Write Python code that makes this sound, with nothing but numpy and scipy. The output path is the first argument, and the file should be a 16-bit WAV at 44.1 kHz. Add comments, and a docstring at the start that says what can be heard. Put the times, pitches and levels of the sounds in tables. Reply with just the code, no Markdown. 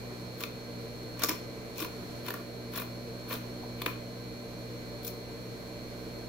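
"""Scissors snipping cloth over a motor and fan

Scissors with plastic handles snip eight times through knit cloth on a sewing table, near a two-port phone.
Sheared threads, caught seams and steel knocks ring table and steel; soft bumps and a small-room tail join.
An idling motor hums at mains multiples and whines at its slot rate, as sine lines with slow waver.
A fan adds a blade tone, a rush of shaped noise and narrow casing resonances."""
import sys
import numpy as np
from scipy import signal
from scipy.fft import rfft, irfft, next_fast_len
from scipy.io import wavfile
from scipy.ndimage import uniform_filter1d

SR = 44100
rng = np.random.default_rng(int(sys.argv[2]) if len(sys.argv) > 2 else 0)


def inscribe(sig):
    """Save sig as 16-bit PCM at rate SR to the path in sys.argv[1].

    A 1-D sig is mono; a 2-D sig holds one channel per row.
    Samples are clipped to [-1, 1] before scaling.
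    """
    pcm = np.round(np.clip(np.atleast_2d(sig).T, -1, 1) * 32767)
    wavfile.write(sys.argv[1], SR, pcm.astype(np.int16))


N = 277058
FFT_LEN = next_fast_len(N)
TIME_S = np.arange(N) / SR
OPPOSED = np.array([[1], [-1]])  # left, right


def undb(db):
    """Amplitude gain of a level in dB."""
    return 10 ** (np.asarray(db) / 20)


def unit(x):
    """Scale to rms 1."""
    return x / np.sqrt(np.mean(x ** 2))


def lean(left_minus_right_db):
    """Left and right gains of a level difference, split evenly."""
    return undb(left_minus_right_db / 2 * OPPOSED)


def over_hz(table):
    """Read a (frequency [Hz], value) table at every spectrum bin, on a log frequency axis."""
    hz, value = np.transpose(table)
    bins_hz = np.fft.rfftfreq(FFT_LEN, 1 / SR)
    return np.interp(np.log(bins_hz + 1), np.log(hz), value)


def colour(x, db):
    """Weight the spectrum of x by a level per bin."""
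    return irfft(rfft(x, FFT_LEN) * undb(db), FFT_LEN)[..., :N]


def walk(rate_hz):
    """Random levels, rate_hz draws per second, joined by straight slopes; rms 1."""
    step = int(SR / rate_hz)
    held = np.repeat(rng.standard_normal(N // step + 1), step)[:N]
    return unit(uniform_filter1d(held, step))


def pair(mid_weight, side_weight, mid, side):
    """Left and right from a shared and an opposed part."""
    return mid_weight * mid + side_weight * side * OPPOSED


def noises(alike):
    """Two white noises of a given likeness 0-1: one value, or one per spectrum bin."""
    alike = np.clip(alike, 0, 1)
    weights = np.sqrt((1 + alike) / 2), np.sqrt((1 - alike) / 2)
    raw = rng.standard_normal((2, FFT_LEN))
    if alike.ndim:
        return irfft(pair(*weights, *rfft(raw)), FFT_LEN)[:, :N]
    return pair(*weights, *raw)[:, :N]


def ring(x, modes, count=1):
    """Sum of resonances with alternating sign; count 2 filters twice for steeper flanks."""
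    out = 0
    for k, (hz, width_hz, db) in enumerate(modes):
        b, a = signal.iirpeak(hz, hz / width_hz, SR)
        out = out + (-1) ** k * undb(db) * signal.sosfilt([[*b, *a]] * count, x)
    return out


def tone(hz, left_db, right_db, lead_rad=0., waver_db=0.5):
    """Sine at both ports, left leading by lead_rad, its level wavering in common."""
    phase = 2 * np.pi * (hz * TIME_S + rng.random())
    left = undb(left_db) * np.sin(phase + lead_rad)
    right = undb(right_db) * np.sin(phase)
    return np.sqrt(2) * undb(waver_db * walk(9)) * np.array([left, right])


# air rush spectrum, relative: (frequency [Hz], level per Hz [dB])
RUSH_SPECTRUM = [(25, -17), (50, -15), (90, -9.5), (150, -7), (280, -8), (640, -8.5), (850, -17.5),
                 (1050, -17), (1900, -20.5), (2400, -22.5), (2950, -25.5), (4200, -24.5), (6300, -27),
                 (8200, -33.5), (13500, -32), (16000, -40)]
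# rush likeness of the ports: (frequency [Hz], likeness [0-1])
RUSH_LIKENESS = [(40, .2), (90, .75), (150, .9), (300, .93), (640, .75), (900, .52), (1600, .42),
                 (2200, .1), (16000, 0)]
# casing resonances, before port balance: (frequency [Hz], width [Hz], level [dB])
CASING_MODES = [(310.5, 15, -53), (366.6, 14, -58), (455.7, 16.2, -50), (578, 16.7, -55), (1011, 32, -66),
                (1569, 17, -69)]
# port balance of the fan noise: (frequency [Hz], left minus right [dB])
PORT_BALANCE = [(60, -14.5), (110, 11), (200, 0.5), (380, -1), (700, -2), (1290, -2), (2380, -3),
                (4400, -4), (8120, 2.5), (15000, 10)]
RUSH_DB = -46.5  # rms before port balance
FAN_HZ, FAN_LEFT_DB, FAN_RIGHT_DB = 185.0, -57.5, -53


def fan():
    """Blade tone, broad air rush and the narrow casing resonances that the air excites."""
    shaped = unit(colour(noises(over_hz(RUSH_LIKENESS)), over_hz(RUSH_SPECTRUM)))
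    rush = undb(RUSH_DB + 0.63 * walk(3.05)) * shaped
    rush[0] = np.roll(rush[0], shift=10)  # samples; the fan stands nearer the right port
    casing = 0
    for hz, width_hz, db in CASING_MODES:
        casing = casing + undb(db) * unit(ring(noises(0.82), [(hz, width_hz, 0)]))
    air = colour(rush + casing, over_hz(PORT_BALANCE) / 2 * OPPOSED)
    return air + tone(FAN_HZ, FAN_LEFT_DB, FAN_RIGHT_DB)


# hum lines, before swell or rise: (multiple of mains, left [dB], right [dB], left lead [rad])
HUM_LINES = [(1, -68, -54, -.3), (2, -45.5, -46, -.1), (3, -64, -64, -.9), (4, -48, -49, .1),
             (6, -60, -60, 0), (11, -64, -66, -2), (12, -78, -64, -1.4), (13, -76, -70, -2.1),
             (21, -78, -70, -2.1)]
# whine lines: (multiple of slot rate, mains multiples beside it, left [dB], right [dB], left lead [rad])
WHINE_LINES = [(1, -2, -68, -67.5, 1.5), (1, 0, -88, -92, 1), (1, 2, -62, -69, 1.54), (1, 4, -73, -62.5, 1),
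               (2, -6, -63, -73, -2.5), (2, -4, -69.5, -61, 6), (2, -3, -67.5, -82, -11),
               (2, -2, -61.5, -62, 2.13), (2, 0, -56, -55.5, -0.1), (2, 2, -106, -63, 25)]
# swell and lean of all hum lines but the lowest: (time [s], level [dB], left minus right [dB])
HUM_SWELL = [(0, -0.5, -1), (.6, -3, -0.5), (1.3, -2, -0.5), (1.7, -4.5, 0.5), (2.5, -2, -0.5),
             (3.1, -0.5, -1.5), (3.7, 0.5, -0.5), (4.5, -2, -1), (5.3, -3.5, 2.5), (5.9, -3.5, -2.5),
             (6.28, -2, 1)]
MAINS_HZ, SLOT_HZ = 59.96, 2154.55
LOWEST_START_DB, LOWEST_RISE_DB_PER_S = -2, 0.72  # added to the lowest hum line


def motor():
    """Mains hum that swells, and the slot whine with its mains sidebands."""
    lowest, *upper = [tone(k * MAINS_HZ, *rest, waver_db=1.2) for k, *rest in HUM_LINES]
    time_s, swell_db, pan_db = np.transpose(HUM_SWELL)
    left_db = np.interp(TIME_S, time_s, swell_db + pan_db / 2)
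    right_db = np.interp(TIME_S, time_s, swell_db - pan_db / 2)
    rise = undb(LOWEST_START_DB + LOWEST_RISE_DB_PER_S * TIME_S)
    hum = rise * lowest + undb([left_db, right_db]) * sum(upper)
    whine = sum(tone(k * SLOT_HZ + j * MAINS_HZ, *rest, waver_db=1.23) for k, j, *rest in WHINE_LINES)
    return hum + whine


ROOM_T60_S, ROOM_TREBLE_T60_S, ROOM_DULL_HZ = 0.43, 0.25, 5000.
ROOM_DB = -7  # tail energy re dry sound


def room(x):
    """Dense decaying noise tail, another one at each port; the treble dies sooner."""
    t = TIME_S[:int(.5 * SR)]
    noise = rng.standard_normal((2, len(t))) * np.clip(t / 0.002, 0, 1)  # 2 ms onset
    low = signal.sosfilt(signal.butter(1, ROOM_DULL_HZ, fs=SR, output="sos"), noise)
    low_decay = np.exp(-np.log(1000) * t / ROOM_T60_S)
    treble_decay = np.exp(-np.log(1000) * t / ROOM_TREBLE_T60_S)
    tail = low * low_decay + (noise - low) * treble_decay
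    tail = tail / np.sqrt(np.sum(tail[0] ** 2))
    return undb(ROOM_DB) * signal.fftconvolve(x, tail, axes=1)[:, :N]


# hand and scissors on the table: (time [s], level [dB], pitch [Hz], time to peak [ms])
SOFT_BUMPS = [(1.232, -42, 600, 7.5), (1.287, -40, 316, 15), (1.811, -39, 298, 15), (2.289, -42.5, 428, 10),
              (2.765, -42.5, 330, 12), (3.33, -48, 630, 10), (3.625, -45.5, 746, 8.4),
              (3.86, -40, 280, 6.6)]


def bumps():
    """Dull noise bursts around one pitch, alike at both ports."""
    out, noise = np.zeros((2, N)), noises(1.0)
    for s, db, hz, ms in SOFT_BUMPS:
        i, t = int(s * SR), TIME_S[:6000] / (ms / 1000)
        body = unit(ring(noise[:, i:i + 6000], [(hz, 0.43 * hz, 0)], count=2))
        out[:, i:i + 6000] += undb(db) * t * np.exp(1 - t) * body
    return out


# resonances of table and steel, also rung by scissors(): (frequency [Hz], width [Hz], relative level [dB])
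TABLE_MODES = [(320, 210, -5.5), (490, 110, -4.5), (630, 83, -8.5), (1006, 130, -1.5), (1150, 133, -2.5),
               (1415, 177, -4), (1770, 400, -10)]
BLADE_MODES = [(2137, 330, -1), (2460, 230, 8), (2996, 510, 0)]
PIVOT_MODES = [(3400, 640, 0.5), (4180, 1300, -1), (4620, 960, -4)]
EDGE_MODES = [(5170, 620, 3.5), (5820, 1140, -1.5), (6670, 790, -1), (7260, 1200, -4)]
TIP_MODES = [(9440, 2450, -8), (10690, 730, -5), (12260, 1800, -3.5), (13330, 960, 2.5), (13810, 1300, 3),
             (15500, 1100, -1.5)]
# steel on steel, drive levels: (time [s], push [dB], crack [dB], left minus right [dB])
STEEL_TICKS = [(0.436, -22, -20, -1), (1.2359, -13.5, -4, 2), (1.2922, -15.5, -4, -3), (2.305, -24, -27, 6),
               (2.34, -30, -28, 1), (3.8184, -18.5, -18, 1), (3.8604, -16, -18, -5), (3.864, -17, -26, -1),
               (5.08, -40, -24, 6)]


def ticks():
    """A short push thumps the table while a one-sample crack rings the steel; the right port gets it first."""
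    push, crack = np.zeros((2, 2, N))
    for s, push_db, crack_db, pan_db in STEEL_TICKS:
        i, side = int(s * SR), lean(pan_db)
        push[:, i:i + 16] = -undb(push_db) * side * np.hanning(16)
        crack[0, i + 8], crack[1, i + 4] = -undb(crack_db) * side[:, 0]
    tips = undb(-1.0) * ring(crack, TIP_MODES) * [[1], [.45]]
    steel = 0.5 * crack + tips + ring(crack, BLADE_MODES + PIVOT_MODES + EDGE_MODES)
    thump = 0.24 * push + undb(5.5) * ring(push, TABLE_MODES)
    return steel + thump


# blades, pivot, edges, tips: (level [dB], share of brightness [dB/dB], share of table level [dB/dB])
STEEL_SHARES = [(0, -1.2, 0.3), (0, -0.67, -0.13), (-4, 0.8, 0.013), (2, 0.87, 0.05)]


def share(part, steel_db, table_db, bright_db):
    """Drive level one part takes of an event: part 0 is the table, the others are steel."""
    if part == 0:
        return steel_db + table_db
    db, bright_share, table_share = STEEL_SHARES[part - 1]
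    return steel_db + db + bright_share * bright_db + table_share * table_db


# closing strokes, drive levels: (start [s], hardest [s], end [s], steel [dB], table above steel [dB],
# brightness [dB], rasp of the edges [dB])
BLADE_STROKES = [(0.375, 0.415, 0.47, -49, 1, 1, 1.5), (1.165, 1.23, 1.24, -49, 7, -3, 4),
                 (1.24, 1.253, 1.29, -45, -3, 3, 6.5), (1.285, 1.301, 1.367, -44, 4, 0, 5),
                 (1.752, 1.785, 1.82, -48, -3, 0, 5), (1.79, 1.82, 1.87, -46, 1.5, 1, 0),
                 (2.243, 2.285, 2.325, -44, 2, 0, -2), (2.33, 2.34, 2.43, -56, 10, 1.5, -1),
                 (2.717, 2.772, 2.84, -43, 1, -0.5, -2), (3.275, 3.329, 3.388, -43, 4, 0, -2),
                 (3.762, 3.825, 3.845, -54, 6, -4, -3), (3.858, 3.87, 3.925, -49, 8, 4, -2),
                 (5.035, 5.08, 5.115, -49, -19, 8, -4)]
# catches on seams and thick threads, drive levels: (time [s], steel [dB], table above steel [dB],
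# brightness [dB], left minus right [dB], length [ms])
SEAM_SNAPS = [(0.4045, -48, 4, 0, -5, 4.7), (0.4257, -48, -2, -1, -4, 4), (0.4354, -36, 3, -3.5, -3, 3.6),
              (1.192, -47, 1, 3, -5, 5.3), (1.218, -42, 9, -1, -3, 8.8), (1.2326, -38, 6, 1, 0, 3.5),
              (1.2357, -27.5, -4, 3.5, 4, 1.4), (1.2375, -31.5, 1, 1, -8, 3.8),
              (1.245, -33, 4, 6.5, -3, 2.3), (1.285, -38.5, 3, -0.5, 5, 8.1),
              (1.292, -37.5, -2, 7.5, -7, 4.4), (1.7803, -45, -4, 1, -3, 3.3), (1.791, -46, -1, -1, 0, 4),
              (1.801, -46, 0, 5, 5, 6), (1.823, -42, 1, -1, 3, 5.5), (1.845, -44, 7, 1, -3, 6),
              (2.2618, -51, 4, 3, 0, 5), (2.283, -44, -2, -3, -2, 4.6), (2.304, -41.5, 11, 1.5, -2, 3.7),
              (2.3387, -45.5, 13, 6, -2, 3.3), (2.735, -54, 11, -2, -2, 4), (2.757, -48, 11, 0, 0, 6),
              (2.773, -43, 8.5, 3, -3, 5.4), (2.797, -50, 17, 4, 1, 3.6), (2.818, -47, 11, 4, -4, 3.3),
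              (3.3077, -49.5, 11, -3, 1, 4), (3.328, -48, 1, 0, -2, 3), (3.338, -44, -1, 2, -1, 4),
              (3.353, -51, 2, 4, -5, 4), (3.817, -38, -9, -2.5, 2, 5), (3.86, -33.5, 9.5, -3.5, 0.5, 5.7),
              (5.0305, -51, -4, 3, -1, 3.6), (5.046, -44.5, -13, 4, -1, 6.6), (5.066, -47, -8, 6, -10, 5.6),
              (5.077, -41.5, -11, 3, 6, 3.5)]
ENDS_DB, ROUNDNESS = -15.5, 1.27  # stroke ends re hardest point; 1 peaked, 2 rounded
EDGES_PART = 3


def force(part, pan_db):
    """Drive of one part of scissors or table: threads part in uneven grains, seams in bursts."""
    shear = np.zeros(N)
    for start, hardest, end, *levels, _ in BLADE_STROKES:
        i, j = int(start * SR), int(end * SR)
        away = np.abs(np.interp(TIME_S[i:j], [start, hardest, end], [-1, 0, 1]))
        shear[i:j] += undb(share(part, *levels) + ENDS_DB * away ** ROUNDNESS)
    grain_db = 3.3 * walk(200) + 2.3 * walk(900) - 4.5
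    drive = np.tile(uniform_filter1d(shear, size=120) * undb(grain_db), (2, 1))
    for s, *levels, side_db, ms in SEAM_SNAPS:
        i, t = int(s * SR), TIME_S[:2000] / (ms / 1000)
        burst = (1 - np.exp(-t / 0.088)) * np.exp(-t ** 2)
        drive[:, i:i + 2000] += undb(share(part, *levels)) * lean(side_db) * burst
    if part == EDGES_PART:  # rasp glides from stroke to stroke, catches included
        hardest_s, rasp_db = np.array(BLADE_STROKES).T[[1, 6]]
        drive = drive * undb(np.interp(TIME_S, hardest_s, rasp_db))
    return drive * lean(pan_db)


def scissors():
    """Noise under each drive rings its part; the ports agree well on the table, little on the steel."""
    # (modes, likeness [0-1], left minus right [dB]), in part order
    parts = [(TABLE_MODES, .75, .6), (BLADE_MODES, .3, 3.5), (PIVOT_MODES, .2, .6),
             (EDGE_MODES, .05, 1.5), (TIP_MODES, .1, 8.5)]
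    out = 0
    for part, (modes, alike, pan_db) in enumerate(parts):
        noise = noises(alike)
        steady_rms = np.std(ring(noise[0, :SR], modes, count=2))
        out = out + ring(force(part, pan_db) * noise, modes, count=2) / steady_rms
    return out


def scene():
    """Snips with their room tail over motor and fan."""
    snips = scissors() + ticks() + bumps()
    return snips + room(snips) + motor() + fan()


TOP_HZ = 15750


def record(dry):
    """The phone cuts the top: steep elliptic low-pass."""
    return signal.sosfilt(signal.ellip(10, .2, 70, TOP_HZ, fs=SR, output="sos"), dry)


dry = scene()
out = record(dry)
inscribe(out)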